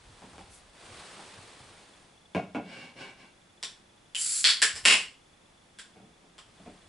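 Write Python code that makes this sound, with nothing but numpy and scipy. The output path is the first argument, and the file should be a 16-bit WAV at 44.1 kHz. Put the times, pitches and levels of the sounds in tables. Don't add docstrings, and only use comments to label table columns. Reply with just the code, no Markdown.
import sys
import numpy as np
from scipy import signal
from scipy.fft import rfft, irfft, next_fast_len
from scipy.io import wavfile

SR = 44100
rng = np.random.default_rng(int(sys.argv[2]) if len(sys.argv) > 2 else 0)


def generate_wav(signal):
    frames = np.transpose(np.atleast_2d(signal))
    scaled = np.clip(frames, -1, 1) * 32767
    pcm = np.round(scaled).astype(np.int16)
    wavfile.write(sys.argv[1], SR, pcm)


N = 303804

# f/Hz, T60/s
ROOM_T60 = [(100, .5), (260, 0.29), (700, 0.33), (1800, 0.31), (4800, 0.31), (11000, 0.28)]
# f/Hz, left-right correlation
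ROOM_CORRELATION = [(100, 1), (300, 0.99), (600, 0.95), (1200, 0.73), (2600, 0.82), (5500, 0.69),
                    (11000, 0.88)]
# f/Hz, density/dB
AIR_SPECTRUM = [(12, -32.5), (20, -5), (49, -8.5), (71, -9), (184, -5.5), (280, -8.5), (385, -10),
                (670, -10.5), (725, -10.5), (1520, -15.5), (3020, -18), (3440, -17), (4030, -21),
                (11000, -26.5), (14300, -66.5), (22000, -120)]
# f/Hz, left-right correlation
AIR_CORRELATION = [(60, 0.89), (130, 1), (270, 0.67), (580, 0.14), (1220, 0.22), (2600, 0.26), (5530, 0.53),
                   (11800, 0.73)]
# f/Hz, level/dB
HUM_TONES = [(44, -88), (93, -81), (348, -78.5)]

# t/s, rise/s, fall/s, cloth level/dB, rumble level/dB
BODY_MOVES = [(-.2, 0.56, 0.71, -56.5, -60.5), (.72, 0.34, 1.24, -48.5, -73), (6.42, 0.25, 0.728, -61, -64)]
# f/Hz, density/dB
CLOTH_SPECTRUM = [(59, -34), (100, -9), (220, -8), (396, -4.5), (492, -3.5), (905, -5), (1150, -4.5),
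                  (1390, -6.5), (4360, -10), (6470, -16), (8860, -13), (11000, -22.5), (14300, -55),
                  (22000, -120)]
# f/Hz, density/dB
RUMBLE_SPECTRUM = [(15, -20), (38, 3.5), (90, -0.5), (140, -11), (300, -29), (1000, -82)]
# t/s, rise/s, fall/s, level/dB
HAIR_SLIDE = (.495, .05, .085, -51)
# f/Hz, density/dB
HAIR_SPECTRUM = [(2000, -21), (6000, -6.5), (9000, -3), (11000, -4.5)]

# t/s, level/dB, rocking/s, rocking level/dB, contact corner/Hz
SEAT_THUDS = [(.093, -60.5, 0.0083, -8, 130), (.885, -55.5, 0.066, 14, 400), (1.368, -57.5, 0.0064, 0, 400),
              (1.602, -60.5, 0.012, -15, 300), (4.735, -58.5, .03, -5.5, 70), (4.83, -59, .01, -8, 44.6)]
# f/Hz, width/Hz, level/dB
SEAT_MODES = [(42, 31, -5.5), (96.3, 28, 5), (143, 32, -1.5)]
# t/s, level/dB, rolling/s, rolling level/dB, contact corner/Hz
FINGER_TAPS = [(.2205, -56.5, 0.0032, -18, 2200), (.238, -54.5, .012, -10, 330),
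               (.333, -59, .006, -3.5, 2500), (.381, -52, 0.0027, -9, 2400),
               (1.193, -55, 0.0035, -10, 2604)]
# f/Hz, width/Hz, level/dB
HELD_CAN_MODES = [(190, 42, 1), (310, 89, -3), (560, 110, -10), (830, 140, 2), (990, 81, -5),
                  (1500, 200, -14)]
# t/s, level/dB, rocking/s, rocking level/dB, contact corner/Hz
TABLE_KNOCKS = [(2.3482, -33, .012, 1, 3080), (2.365, -36, 0.0081, -5.5, 1180),
                (2.5475, -36.5, .012, 2, 1920), (2.567, -40, .004, -6, 920), (2.955, -61, .006, -6, 200),
                (5.959, -59.5, .014, 3.5, 2527), (5.992, -57, 0.061, 7.5, 147.6),
                (6.217, -64.5, .045, 4.5, 800), (6.598, -58, .006, -4, 220), (6.66, -49.5, 0.022, 12, 900)]
# f/Hz, width/Hz, level/dB
TABLE_MODES = [(97, 30.6, -4.5), (165, 38, -4), (187, 17.6, 7), (288.3, 49, 1), (433, 31, 2),
               (589, 50, -3.5), (710, 130, -1), (1070, 43, -13), (1432, 21, -5), (1627, 24, -8.5),
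               (2227, 36, -2.5), (2550, 380, -10), (2790, 81, -17)]

# t/s, rise/s, fall/s, level/dB
DRAG_PULLS = [(2.614, .16, 0.16, -45), (2.95, .05, 0.13, -41.5), (3.155, 0.03, .115, -51)]
# f/Hz, density/dB
SCRAPE_SPECTRUM = [(60, -20), (170, 3.5), (600, -1), (1200, -8), (1900, -9.5), (3300, -7), (5000, -10.5),
                   (6500, -19.5), (7500, -15.5), (11000, -26)]
# f/Hz, width/Hz, lift/dB
DRAGGED_CAN_MODES = [(790, 74, 7.5), (1045, 35, 11), (1580, 90, 14.5), (2250, 82, 17.5), (2787, 103, 14),
                     (5560, 130, 5)]

# f/Hz, density/dB
JET_SPECTRUM = [(180, -60), (300, -33.5), (388, -41.5), (628, -32), (741, -42.5), (1440, -21),
                (1860, -22.5), (2360, -18.5), (3200, -18.5), (4520, -11), (6490, -12), (7430, 1),
                (8510, -7.5), (10400, -4.5), (11000, -15), (14300, -49), (22000, -120)]
# t/s, level/dB, tearing/s, slip level/dB,
# mode 1 f/Hz, lift/dB, mode 2 f/Hz, lift/dB, body gain/dB, treble gain/dB
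LID_SNAPS = [(3.6277, -39, 0.0019, 2.5, 3540, 12.5, 5700, 8, 4, -1),
             (4.148, -36, 0.0023, -16, 3050, 26, 2430, 6.5, 2, 6),
             (4.442, -19.5, 0.063, 1, 3380, 9.5, 4380, 10.5, -9.5, -5),
             (4.6182, -22, .01, 3.5, 1720, 10, 3080, 4.5, -3.5, 0),
             (4.755, -42.5, .025, -1, 1913, 2.5, 5200, 6.5, 6, 3),
             (4.84, -48.5, .014, 10.5, 2847, 8.5, 2185, 7.5, 7, -1),
             (4.8526, -16.5, .082, 3, 2793, 14.5, 2125, 7.5, 4.5, -1.5),
             (5.787, -48.5, 0.005, 0, 1580, 13, 3360, 9, -1.5, 0.5),
             (6.381, -54, 0.0039, -2.5, 1225, 13.5, 3200, 11.5, 7, -2.5)]
# f/Hz, level/dB
SNAP_COLOUR = [(40, -32), (180, -16), (500, -9.5), (1150, -7.5), (1450, 1), (2200, 1), (4000, 0), (5300, 3),
               (6500, -7), (7400, 5), (8100, 2), (8800, -4), (9500, 0), (11000, -11.5)]
# f/Hz, width/Hz, lift/dB
SNAP_RING_LINES = [(230, 60, 4.5), (446, 21, 6), (1066, 44, 8.5), (1810, 32, 3), (2290, 18, 4.5),
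                   (2540, 18, 3), (2540, 28, 4.5), (2840, 15, -1.5), (3010, 20, 5.5), (3300, 18, 3),
                   (3420, 26, 4.5), (4280, 20, 4.5), (4619, 18, 3), (4910, 14, -3)]


def amp(db):
    return 10 ** (np.asarray(db) / 20)


def unit_rms(x):
    return x / np.sqrt(np.mean(x ** 2) + 1e-20)


def curve(points, hz):
    points_hz, values = np.transpose(points)
    return np.interp(np.log(hz + 1), np.log(points_hz + 1), values)


def filtered(x, response):
    size = x.shape[-1]
    padded = next_fast_len(size + SR // 4)
    return irfft(rfft(x, padded) * response(np.fft.rfftfreq(padded, 1 / SR)), padded)[..., :size]


def shaped(x, spectrum):
    return filtered(x, lambda hz: amp(curve(spectrum, hz)))


def minimum_phase(x, colour_db, size=2 ** 13):
    cepstrum = irfft(np.log(amp(colour_db(np.fft.rfftfreq(size, 1 / SR))) + 1e-6))
    cepstrum[1:size // 2] *= 2
    cepstrum[size // 2 + 1:] = 0
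    response = irfft(np.exp(rfft(cepstrum)))
    return signal.fftconvolve(x, response[None], axes=1)[:, :x.shape[1]]


def resonance(hz, centre_hz, width_hz):
    return (hz * width_hz) ** 2 / ((centre_hz ** 2 - hz ** 2) ** 2 + (hz * width_hz) ** 2)


def lift_db(modes, hz):
    excess = sum(abs(amp(db) ** 2 - 1) * resonance(hz, centre, width) for centre, width, db in modes)
    return 10 * np.log10(1 + excess)


def stereo(pair, correlation):
    angle = lambda hz: np.arccos(np.clip(curve(correlation, hz), -1, 1)) / 2
    mid, side = filtered(pair, lambda hz: np.array([np.cos(angle(hz)), np.sin(angle(hz))]))
    return np.array([mid + side, mid - side])


def room(x, direct_db=-9, predelay_s=0.0045, early_db=-3, early_span_s=0.03):
    hz, t, noise = signal.stft(rng.standard_normal((2, SR * 2 // 5)), SR, nperseg=256)
    decay = amp(-60 * t / curve(ROOM_T60, hz)[:, None])
    tail = signal.istft(noise * decay, SR, nperseg=256)[1]
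    early = np.zeros_like(tail)
    early[:, (early_span_s * SR * rng.random(12) ** 2).astype(int)] = rng.standard_normal((2, 12))
    echoes = stereo(unit_rms(tail) + amp(early_db) * unit_rms(early), ROOM_CORRELATION)
    response = np.pad(echoes / np.linalg.norm(echoes[0]), ((0, 0), (int(predelay_s * SR), 0)))
    response[:, 0] += amp(direct_db)
    return signal.fftconvolve(x[None], response / np.linalg.norm(response[0]), axes=1)[:, :len(x)]


def add_hit(track, start_s, level_db, hit):
    scaled = amp(level_db) * np.sqrt(2 * SR / 10) * hit / np.linalg.norm(hit)
    slot = track[:, round(start_s * SR):][:, :hit.shape[1]]
    slot += scaled[:, :slot.shape[1]]


def grainy_noise(grain_db, grain_hz):
    grains = rng.standard_normal(int(N * grain_hz / SR) + 2)
    strength = np.interp(np.arange(N) * grain_hz / SR, np.arange(len(grains)), grains)
    return rng.standard_normal(N) * amp(grain_db * strength)


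def diffuse_noise(spectrum, grain_db, grain_hz):
    pair = np.array([grainy_noise(grain_db, grain_hz) for _ in range(2)])
    return unit_rms(stereo(shaped(pair, spectrum), ROOM_CORRELATION))


def stroke(start_s, rise_s, fall_s):
    t = np.arange(N) / SR - start_s
    return np.sin(np.pi / 2 * np.clip(t / rise_s, 0, 1)) * np.clip(1 - (t - rise_s) / fall_s, 0, 1)


def strike(colour_db, length_s, slips_db, slips_per_s, dispersion_s, direct_db, paths):
    count = 2 + int(length_s * slips_per_s)
    slip_times_s = (np.arange(count) + rng.random(count)) / count * length_s
    slips = amp(1.6 * rng.standard_normal(count)) * rng.choice([-1, 1], count)
    slip_paths = 1 + np.arange(count) % (paths - 1)
    force = np.zeros((paths, SR // 2))
    force[0, 0] = 1
    force[slip_paths, (slip_times_s * SR).astype(int)] = amp(slips_db) * slips / np.linalg.norm(slips)
    force = filtered(force, lambda hz: np.exp(-2j * np.pi * np.sqrt(dispersion_s * hz)))
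    return sum(room(path, direct_db) for path in minimum_phase(force, colour_db))


def room_noise(air_db=-60.5):
    t = np.arange(N) / SR
    air = stereo(shaped(rng.standard_normal((2, N)), AIR_SPECTRUM), AIR_CORRELATION)
    hum = sum(amp(db) * unit_rms(np.sin(2 * np.pi * hz * t)) for hz, db in HUM_TONES)
    return amp(air_db) * unit_rms(air) + hum


def camera_whine(level_db=-67, whine_hz=3440, frame_s=0.04, burst_sigma_s=0.0039, jitter_db=3):
    t = np.arange(N) / SR
    frame = (t // frame_s).astype(int)
    strength, phase = rng.standard_normal((frame[-1] + 1, 2))[frame].T
    tone = unit_rms(np.sin(2 * np.pi * (whine_hz * t + phase)))
    bursts = np.exp(-0.5 * ((t % frame_s - frame_s / 2) / burst_sigma_s) ** 2)
    return amp(level_db + jitter_db * strength) * bursts * tone


def body_rustle():
    cloth_gain = sum(amp(db) * stroke(*timing) for *timing, db, _ in BODY_MOVES)
    rumble_gain = sum(amp(db) * stroke(*timing) for *timing, _, db in BODY_MOVES)
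    shirt = cloth_gain * diffuse_noise(CLOTH_SPECTRUM, grain_db=1, grain_hz=200)
    *timing, hair_db = HAIR_SLIDE
    hair = amp(hair_db) * stroke(*timing) * diffuse_noise(HAIR_SPECTRUM, grain_db=1, grain_hz=200)
    rumble = shaped(grainy_noise(grain_db=5.5, grain_hz=14), RUMBLE_SPECTRUM)
    return shirt + hair + rumble_gain * unit_rms(rumble)


def knocks(events, modes, click_db, low_cut_hz):
    out = np.zeros((2, N))
    ring = lambda hz: sum(amp(db) ** 2 * resonance(hz, centre, width) for centre, width, db in modes)
    radiated = lambda hz: (amp(click_db) ** 2 + ring(hz)) * hz ** 4 / (hz ** 4 + low_cut_hz ** 4)
    for start_s, level_db, rocking_s, rocking_db, corner_hz in events:
        colour_db = lambda hz: 10 * np.log10(1e-12 + radiated(hz) / (1 + (hz / corner_hz) ** 2.5))
        hit = strike(colour_db, rocking_s, rocking_db,
                     slips_per_s=300, dispersion_s=0.0039, direct_db=-3.5, paths=2)
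        add_hit(out, start_s, level_db, hit)
    return out


def can_drag():
    friction = grainy_noise(grain_db=2, grain_hz=300)
    rim = filtered(friction, lambda hz: amp(curve(SCRAPE_SPECTRUM, hz) + lift_db(DRAGGED_CAN_MODES, hz)))
    pulls = sum(amp(db) * stroke(*timing) for *timing, db in DRAG_PULLS)
    return room(pulls * unit_rms(rim))


def gas_hiss(seal_s=4.149, widen_s=0.069, collapse_s=4.405, crack_db=-42.5, open_db=-30,
             fall_db_per_s=164.5, whistle_db=-15, glide_hz=(4800, 4400), flutter_hz=340):
    t = np.arange(N) / SR
    opening_db = np.interp(t - seal_s, [0, widen_s], [crack_db, open_db])
    outflow = (t > seal_s) * amp(opening_db - fall_db_per_s * np.maximum(t - collapse_s, 0))
    pitch_hz = np.interp(t, [seal_s + widen_s, collapse_s], glide_hz)
    flutter = filtered(rng.standard_normal(N), lambda hz: np.exp(-(hz / flutter_hz) ** 2))
    whistle = unit_rms(flutter * np.sin(2 * np.pi * np.cumsum(pitch_hz) / SR))
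    jet = diffuse_noise(JET_SPECTRUM, grain_db=1.7, grain_hz=500)
    return outflow * (jet + amp(whistle_db) * whistle)


def lid_snaps(relative_width=0.092, body_hz=1150, treble_hz=6200):
    out = np.zeros((2, N))
    below = lambda hz, corner_hz: 1 / (1 + (hz / corner_hz) ** 8)
    for start_s, level_db, tearing_s, slips_db, hz1, db1, hz2, db2, body_db, treble_db in LID_SNAPS:
        flap_modes = [(hz1, relative_width * hz1, db1), (hz2, relative_width * hz2, db2)]
        peaks_db = lambda hz: lift_db(flap_modes, hz) + lift_db(SNAP_RING_LINES, hz)
        shelves_db = lambda hz: body_db * below(hz, body_hz) + treble_db * (1 - below(hz, treble_hz))
        colour_db = lambda hz: curve(SNAP_COLOUR, hz) + peaks_db(hz) + shelves_db(hz)
        snap = strike(colour_db, tearing_s, slips_db,
                      slips_per_s=200, dispersion_s=0.0081, direct_db=-8, paths=4)
        add_hit(out, start_s, level_db, snap)
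    return out


def scene():
    table = knocks(TABLE_KNOCKS, TABLE_MODES, click_db=-32, low_cut_hz=129)
    fingers = knocks(FINGER_TAPS, HELD_CAN_MODES, click_db=-15, low_cut_hz=110)
    seat = knocks(SEAT_THUDS, SEAT_MODES, click_db=-44.5, low_cut_hz=32)
    full_can = lid_snaps() + gas_hiss() + can_drag()
    return full_can + table + fingers + seat + body_rustle() + room_noise() + camera_whine()


def record(dry, ceiling=0.8, band_limit_hz=11080):
    rounded = dry / (1 + (dry / ceiling) ** 4) ** (1 / 4)
    return filtered(rounded, lambda hz: hz < band_limit_hz)


dry = scene()
out = record(dry)
generate_wav(out)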